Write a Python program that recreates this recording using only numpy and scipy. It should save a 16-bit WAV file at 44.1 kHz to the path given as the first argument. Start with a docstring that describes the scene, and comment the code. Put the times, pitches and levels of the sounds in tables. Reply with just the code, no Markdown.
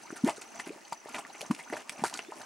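"""Throughout: steam haze (shaped noise), mud simmer (tiny damped rings), a very faint high tone, and from
0.03 s runs of far chirps falling near 6 kHz. At 0.24 s the loudest gulp, a gas pocket ringing with rising pitch,
then a strong pop, film snaps, slap-driven squelches and flung spatter; lighter bursts near 0.6-0.7 and 0.9-1.3 s.
At 1.5 s a second big gulp, more bursts from 1.7 s, a strong pop at 2.04 s; a far bird whistles upward at 2.27 s.
The mud pot boils in a shallow open crater, whose walls answer briefly."""
import sys
import numpy as np
from scipy import signal
from scipy.fft import rfft, irfft, next_fast_len
from scipy.io import wavfile
from scipy.ndimage import map_coordinates

SR = 44100
rng = np.random.default_rng(int(sys.argv[2]) if len(sys.argv) > 2 else 0)


def int16_out(signal):
    """Quantize to a 16-bit WAV file."""
    q = np.round(np.clip(np.atleast_2d(signal).T, -1, 1) * 32767)
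    wavfile.write(sys.argv[1], SR, q.astype(np.int16))


N = 108045
EVENT_T_S = np.arange(SR // 5) / SR  # time within one event


def amp(db):
    """Decibels to gain."""
    return 10 ** (np.asarray(db) / 20)


def unit(x):
    """Scale to rms 1."""
    return x / np.sqrt(np.mean(x ** 2) + 1e-20)


def along(points, hz):
    """Interpolate (f/Hz, value) points on a log frequency axis."""
    f, value = np.transpose(points)
    return np.interp(np.log(hz + 1), np.log(f + 1), value)


def filtered(x, response):
    """Zero-phase filter: spectrum times a gain function of frequency."""
    n = x.shape[-1]
    padded = next_fast_len(n + 8192)
    gain = response(np.fft.rfftfreq(padded, 1 / SR))
    return irfft(rfft(x, padded) * gain, padded)[..., :n]


def coloured(x, points):
    """Filter x by a (f/Hz, level/dB) colour."""
    return filtered(x, lambda hz: amp(along(points, hz)))


def wobble(knots_per_s, count=N):
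    """Smooth random curve through normally distributed knots."""
    knots = rng.standard_normal(256)
    return map_coordinates(knots, [np.arange(count) * knots_per_s / SR], mode="mirror")


def add(track, start_s, sound):
    """Mix a sound into the track from start_s."""
    i = int(np.clip(round(start_s * SR), 0, N - 1))
    track[i:i + len(sound)] += sound[:N - i]


def swell(peak_s, shape):
    """Envelope reaching 1 at peak_s, then dying away; higher shape = more compact."""
    u = EVENT_T_S / peak_s
    return (u * np.exp(1 - u)) ** shape


def glide(middle_s, hz, slope_hz_per_s, width_s):
    """Sliding sine under a Gaussian envelope; hz is the pitch at the middle."""
    t = np.arange(N) / SR - middle_s
    turns = hz * t + slope_hz_per_s * t * t / 2
    return np.exp(-(t / width_s) ** 2) * np.sin(2 * np.pi * turns)


def droplets(per_s, hz, spread, cycles, uneven_db):
    """Stream of tiny damped rings, random in time, pitch (log-normal), size and sign; rms 1."""
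    when, size, sign = rng.random((3, 8000))[:, :int(per_s * N / SR)]
    pitch = hz * np.exp(spread * rng.standard_normal(8000)[:len(when)])
    pitch = np.clip(pitch, 150, 15000)[:, None]
    k = np.arange(400)  # samples in one ring
    turns = pitch * k / SR
    gain = np.sign(sign - .5) * amp(-uneven_db * np.log(np.maximum(size, .02)))
    rings = gain[:, None] * np.sqrt(pitch) * np.sin(2 * np.pi * turns) * np.exp(-turns / cycles)
    index = (when * N).astype(int)[:, None] + k
    return unit(np.bincount(index.ravel(), rings.ravel(), N)[:N])


FLUTTER_KNOTS_PER_S, FLUTTER = 400, 0.093  # FLUTTER: scale of the log pitch wobble, doubled for level


def cavity(hz, peak_s, shape, octaves):
    """Gas cavity rings; pitch rises as the mouth opens (1 octave at most), lip flutters once burst."""
    opened = np.clip(EVENT_T_S / peak_s - 1, 0, 1)
    bend = FLUTTER * opened * wobble(FLUTTER_KNOTS_PER_S, len(EVENT_T_S))
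    shake = FLUTTER * opened * wobble(FLUTTER_KNOTS_PER_S, len(EVENT_T_S))
    pitch = hz * 2 ** np.minimum(octaves * EVENT_T_S / peak_s, 1) * np.exp(bend)
    return swell(peak_s, shape) * np.exp(2 * shake) * np.sin(2 * np.pi * np.cumsum(pitch) / SR)


# how hard the whole pool simmers: (t/s, level/dB)
BOIL_LEVEL = [(0, 0), (.1, 3), (.48, -1), (.55, 1.5), (.81, -0.5), (1.029, -8.5), (1.09, 5.5), (1.26, -1),
              (1.46, 3.5), (1.651, -1.5), (1.798, 6.5), (1.861, -6), (1.96, 0.5), (2.2, 3.5), (2.28, -3.5),
              (2.36, 4)]


def boil_db():
    """Boiling level per sample, interpolated in dB."""
    return np.interp(np.arange(N) / SR, *np.transpose(BOIL_LEVEL))


STEAM_DB = -55.5
# steam spectrum: (f/Hz, level/dB)
STEAM_COLOUR = [(25, -15), (107, -20), (260, 0.5), (850, 0.5), (1400, -4), (2700, -2.5), (3600, -12),
                (6200, -6.5), (15500, -28.5)]
# steam stereo width: (f/Hz, side level/dB)
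STEAM_WIDTH = [(50, 12), (200, 2.5), (1000, 1), (4000, -5.5), (12000, -2.5)]


def steam():
    """Wide shaped-noise bed of steam and far boiling; level follows the simmer weakly."""
    mid, side = coloured(rng.standard_normal((2, N)), STEAM_COLOUR)
    side = coloured(side, STEAM_WIDTH)
    level_db = STEAM_DB + 0.29 * boil_db() + wobble(45.56)
    return amp(level_db) * unit(np.array([mid + side, mid - side]))


CHIRP_HZ, CHIRP_FALL_HZ_PER_S, CHIRP_WIDTH_S = 6045, 31000, 0.0057
CHIRP_GAP_S, CHIRP_DB = .033, -49.5  # gap is approximate: each run is split evenly
# runs of distant chirps: (first t/s, last t/s)
CHIRP_RUNS = [(0.033, .211), (0.336, .398), (.46, .645), (.855, 1.004), (1.129, 1.164), (1.332, 1.465),
              (1.65, 1.796), (1.938, 1.97), (2.185, 2.222), (2.405, 2.44)]


def chirps():
    """Small far creature: runs of quick falling glides, uneven in level, pitch and timing."""
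    runs = [np.linspace(a, b, round((b - a) / CHIRP_GAP_S) + 1) for a, b in CHIRP_RUNS]
    times = np.concatenate(runs)
    out = np.zeros(N)
    for t, (loud_db, high, late) in zip(times, rng.standard_normal((len(times), 3))):
        middle_s = t + late * CHIRP_WIDTH_S / 2
        chirp = glide(middle_s, CHIRP_HZ + 60 * high, -CHIRP_FALL_HZ_PER_S, CHIRP_WIDTH_S)
        out += amp(CHIRP_DB + loud_db) * chirp
    return out


WHISTLE_RISE_HZ_PER_S, WHISTLE_WIDTH_S = 7500, .022
# bird whistles: (middle t/s, f/Hz at the middle, peak level/dB)
WHISTLES = [(2.274, 3490, -60)]


def whistles():
    """Far bird: a short rising glide."""
    out = np.zeros(N)
    for t, hz, db in WHISTLES:
        out += amp(db) * glide(t, hz, WHISTLE_RISE_HZ_PER_S, WHISTLE_WIDTH_S)
    return out


# crater wall decay: (f/Hz, t60/s)
CRATER_T60 = [(250, 0.08), (1000, 0.067), (9000, 0.078)]
# echo stereo width: (f/Hz, side level/dB)
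ECHO_WIDTH = [(200, -22), (600, -5.5), (2500, -10), (8000, -1), (13000, 1.5)]


def crater(x):
    """Wall answer: convolution with decaying noise after a 130-sample delay, wider in the treble."""
    hz, t, z = signal.stft(rng.standard_normal((2, SR // 3)), SR, nperseg=256)
    decay = amp(-60 * t / along(CRATER_T60, hz)[:, None])
    tail = signal.istft(z * decay, SR, nperseg=256)[1]
    tail = np.pad(tail / np.linalg.norm(tail[0]), ((0, 0), (130, 0)))
    mid, side = signal.fftconvolve(x[None], tail, axes=1)[:, :N]
    side = coloured(side, ECHO_WIDTH)
    return np.array([mid + side, mid - side])


SIMMER_DB, CRACKLE_DB = -57.5, -60.5
# heavy mud spectrum, for simmer bubbles and splats: (f/Hz, level/dB)
SPLAT_COLOUR = [(100, -22), (250, 5), (490, -10.5), (770, 2), (1300, -5), (2700, 2), (3500, -5.5),
                (6000, 0)]
# fine mud spectrum, for crackle and spray: (f/Hz, level/dB)
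SPRAY_COLOUR = [(1500, 5), (3500, -6.5), (4400, -0.5), (10000, 2.5), (12500, -9), (15500, -28)]


def simmer():
    """Countless small bubbles and crackles over the pool, as dense streams of damped rings."""
    bubbles = droplets(per_s=550, hz=855, spread=0.743, cycles=2.0, uneven_db=3.2)
    crackle = droplets(per_s=800, hz=5700, spread=.55, cycles=1.3, uneven_db=4)
    bubbles = unit(coloured(bubbles, SPLAT_COLOUR))
    crackle = unit(coloured(crackle, SPRAY_COLOUR))
    activity_db = boil_db() + 2 * wobble(60)
    return amp(SIMMER_DB + activity_db) * bubbles + amp(CRACKLE_DB + activity_db) * crackle


POP_SHAPE = 0.61  # swell shape of blips and pops
BLIPS_PER_S, BLIP_HZ, BLIP_SPREAD_OCTAVES = 55, 1400, .8
BLIP_CYCLES, BLIP_DB, BLIP_RISE_OCTAVES = 4, -47, 0.0907  # cycles to the peak; rise per swell


def blips():
    """Single small bubbles at random times, each a cavity with its own rising pitch."""
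    out, boil = np.zeros(N), boil_db()
    for i in rng.integers(N, size=int(BLIPS_PER_S * N / SR)):
        hz = BLIP_HZ * 2 ** rng.normal(scale=BLIP_SPREAD_OCTAVES)
        gain = amp(BLIP_DB + boil[i]) * rng.random()
        add(out, i / SR, gain * cavity(hz, BLIP_CYCLES / hz, POP_SHAPE, BLIP_RISE_OCTAVES))
    return out


SPATTER_SHAPE = 1.69  # swell shape of spatter and squelches
# showers of flung mud: (t/s, swell/s, splat level/dB, fine spray level/dB)
SPATTERS = [(0.158, 0.008, -50.5, -46.5), (0.244, 0.015, -41.5, -51), (0.263, 0.017, -36.5, -45.5),
            (0.295, 0.0091, -39.5, -48), (0.359, 0.01, -64, -50), (0.411, 0.008, -47.5, -45),
            (0.589, 0.008, -41.5, -42.5), (.658, 0.012, -46, -54), (.921, 0.0042, -43.5, -46),
            (1.139, 0.013, -36, -47), (1.18, 0.008, -39, -46), (1.346, 0.0048, -45.5, -68),
            (1.407, 0.0048, -45, -44), (1.508, 0.0046, -38.5, -42), (1.582, 0.01, -46, -51.5),
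            (1.725, 0.0086, -36.5, -56), (1.767, 0.0054, -42, -48), (1.895, 0.0028, -46, -52),
            (1.917, 0.0069, -47.5, -50), (1.974, 0.023, -44.5, -58), (2.035, 0.014, -40.5, -38.5),
            (2.058, 0.0064, -44, -42.5), (2.126, 0.019, -46, -51), (2.19, 0.0034, -37, -66)]


def spatter():
    """Flung mud lands: each shower is a swell of heavy splats and fine spray."""
    splats = droplets(per_s=3000, hz=1010, spread=0.674, cycles=1.8, uneven_db=3.0)
    spray = droplets(per_s=1400, hz=6200, spread=.42, cycles=1.5, uneven_db=3.6)
    splats, spray = coloured(splats, SPLAT_COLOUR), coloured(spray, SPRAY_COLOUR)
    out = np.zeros(N)
    for t, peak_s, splat_db, spray_db in SPATTERS:
        env = swell(peak_s, SPATTER_SHAPE)
        for stream, db in ((splats, splat_db), (spray, spray_db)):
            start = rng.integers(N - len(env))
            shower = env * stream[start:start + len(env)]
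            add(out, t, amp(db) * unit(shower) * np.sqrt(np.mean(env ** 2)))
    return out


SQUELCH_RISE_HZ_PER_S, SQUELCH_RING_S, SLAPS_PER_S = 10700, .0016, 430
# wet mouths left open by a bubble: (t/s, first f/Hz, level/dB, swell/s)
SQUELCHES = [(.265, 484, -31, 0.014), (.592, 1890, -37.5, 0.0053), (0.659, 1420, -52, 0.0076),
             (0.685, 2380, -47, 0.0055), (.704, 347, -51.5, 0.018), (1.407, 2480, -42, 0.0044),
             (1.405, 400, -47.5, 0.022), (1.587, 1890, -45, 0.012), (1.728, 490, -39.5, 0.014),
             (1.783, 604, -57, 0.011), (2.038, 1280, -31, 0.0064), (2.14, 4900, -40, 0.0021),
             (2.156, 4370, -46, 0.0031), (2.192, 2730, -49, 0.0075), (2.394, 624, -47, 0.013)]


def squelches():
    """Mud slaps unevenly in an open mouth, whose ring climbs as the hollow fills."""
    out = np.zeros(N)
    for t, hz, db, peak_s in SQUELCHES:
        env = swell(peak_s, SPATTER_SHAPE)
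        pitch = hz + SQUELCH_RISE_HZ_PER_S * EVENT_T_S
        turn = np.exp(2j * np.pi * np.cumsum(pitch) / SR)
        slaps = (rng.random(len(env)) < SLAPS_PER_S / SR) * rng.random(len(env))
        # resonator with moving pitch: demodulate, decay, remodulate
        decayed = signal.fftconvolve(slaps / turn, np.exp(-EVENT_T_S / SQUELCH_RING_S))[:len(env)]
        ring = np.imag(turn * decayed)
        add(out, t, amp(db) * unit(env * ring) * np.sqrt(np.mean(env ** 2)))
    return out


SNAP_DECAY_S = 0.0013
# snap spectrum: (f/Hz, level/dB)
SNAP_COLOUR = [(300, -16), (1500, 0), (5000, 3.5), (9000, 1), (12000, -10), (15500, -52)]
# sharp snaps of thin film: (t/s, peak level/dB)
SNAPS = [(0.2467, -30.5), (0.2755, -29), (.2955, -23.5), (0.9297, -27.5), (1.415, -25.5), (1.549, -33),
         (1.727, -35), (1.895, -22.5), (2.039, -25), (2.0815, -30), (2.098, -29), (2.1399, -25),
         (2.175, -27)]


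def snaps():
    """Thin films tear: bright ticks of decaying noise."""
    out = np.zeros(N)
    for t, db in SNAPS:
        burst = rng.standard_normal(len(EVENT_T_S)) * np.exp(-EVENT_T_S / SNAP_DECAY_S)
        tick = coloured(burst, SNAP_COLOUR)
        add(out, t, amp(db) * tick / np.abs(tick).max())
    return out


POP_CYCLES, POP_RISE_OCTAVES = 0.68, 0.027  # cycles to the peak; rise per swell
# bubbles bursting: (t/s, f/Hz, peak level/dB)
POPS = [(.105, 1430, -31.5), (0.163, 1610, -37.5), (0.2834, 1960, -38), (.2882, 850, -16.5),
        (0.5985, 1860, -30.5), (0.924, 892, -24.5), (0.9272, 872, -29), (1.1459, 2580, -26.5),
        (1.1827, 1040, -30), (1.2503, 1780, -33.5), (1.3026, 784, -38.5), (1.5102, 1080, -25),
        (1.5485, 2460, -33.5), (1.7, 1680, -32.5), (1.7263, 643, -27.5), (1.7677, 1600, -30.5),
        (1.8951, 2410, -25), (2.0381, 836, -16), (2.127, 860, -34.5), (2.1725, 7400, -35),
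        (2.1918, 2420, -23), (2.1909, 950, -31), (2.3214, 845, -29.5)]


def pops():
    """Small cavities burst open and ring for a few cycles."""
    out = np.zeros(N)
    for t, hz, db in POPS:
        add(out, t, amp(db) * cavity(hz, POP_CYCLES / hz, POP_SHAPE, POP_RISE_OCTAVES))
    return out


GULP_SHAPE = 3.7
# gas pockets opening: (t/s, f/Hz, peak level/dB, swell/s, rise/octaves per swell)
GULPS = [(0.103, 265, -37.5, 0.003, 0.044), (0.124, 229, -30.5, 0.005, 0.37),
         (0.236, 217, -12.5, 0.0082, 0.16), (0.26, 301, -22, 0.007, 0.12), (0.38, 376, -38, 0.0028, 0.078),
         (0.668, 276, -32.5, 0.0051, 0.11), (.690, 252, -37, 0.007, 0.1), (0.702, 320, -32.5, 0.0043, .2),
         (0.758, 287, -42.5, 0.0043, 0.11), (1.058, 460, -32, 0.0013, 0.17),
         (1.425, 520, -37, 0.0047, 0.093), (1.499, 166, -23, 0.0055, 0.29),
         (1.5054, 214, -15.5, 0.0069, 0.19), (1.698, 231, -38, 0.0093, 0.14),
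         (1.7256, 340, -28.5, 0.0036, 0.18), (1.99, 234, -38, 0.0042, 0.065),
         (2.018, 193, -30.5, 0.007, 0.12), (2.037, 343, -25, 0.0025, 0.08), (2.28, 240, -39.5, 0.01, 0.48)]


def gulps():
    """Large gas pockets push through the mud, each a cavity of rising pitch."""
    out = np.zeros(N)
    for t, hz, db, peak_s, octaves in GULPS:
        add(out, t, amp(db) * cavity(hz, peak_s, GULP_SHAPE, octaves))
    return out


ECHO_DB, LOW_CUT_HZ = -7.5, 150


def scene():
    """Pool, wildlife and wall answer, with little radiated below LOW_CUT_HZ, over steam."""
    near = gulps() * amp([[.5], [-.5]])  # left, right/dB
    rest = pops() + snaps() + squelches() + spatter() + blips() + simmer() + chirps() + whistles()
    echo = crater(rest + amp(-3) * near.mean(axis=0))
    pool = near + rest + amp(ECHO_DB) * echo
    return filtered(pool, lambda hz: hz ** 2 / np.hypot(hz ** 2, LOW_CUT_HZ ** 2)) + steam()


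TONE_HZ, TONE_DB, TOP_HZ = 15734, -85, 15900


def record(dry):
    """Add the faint steady high tone; keep nothing above TOP_HZ."""
    tone = amp(TONE_DB) * np.sin(2 * np.pi * TONE_HZ * np.arange(N) / SR)
    return filtered(dry + tone, lambda hz: hz < TOP_HZ)


dry = scene()
out = record(dry)
int16_out(out)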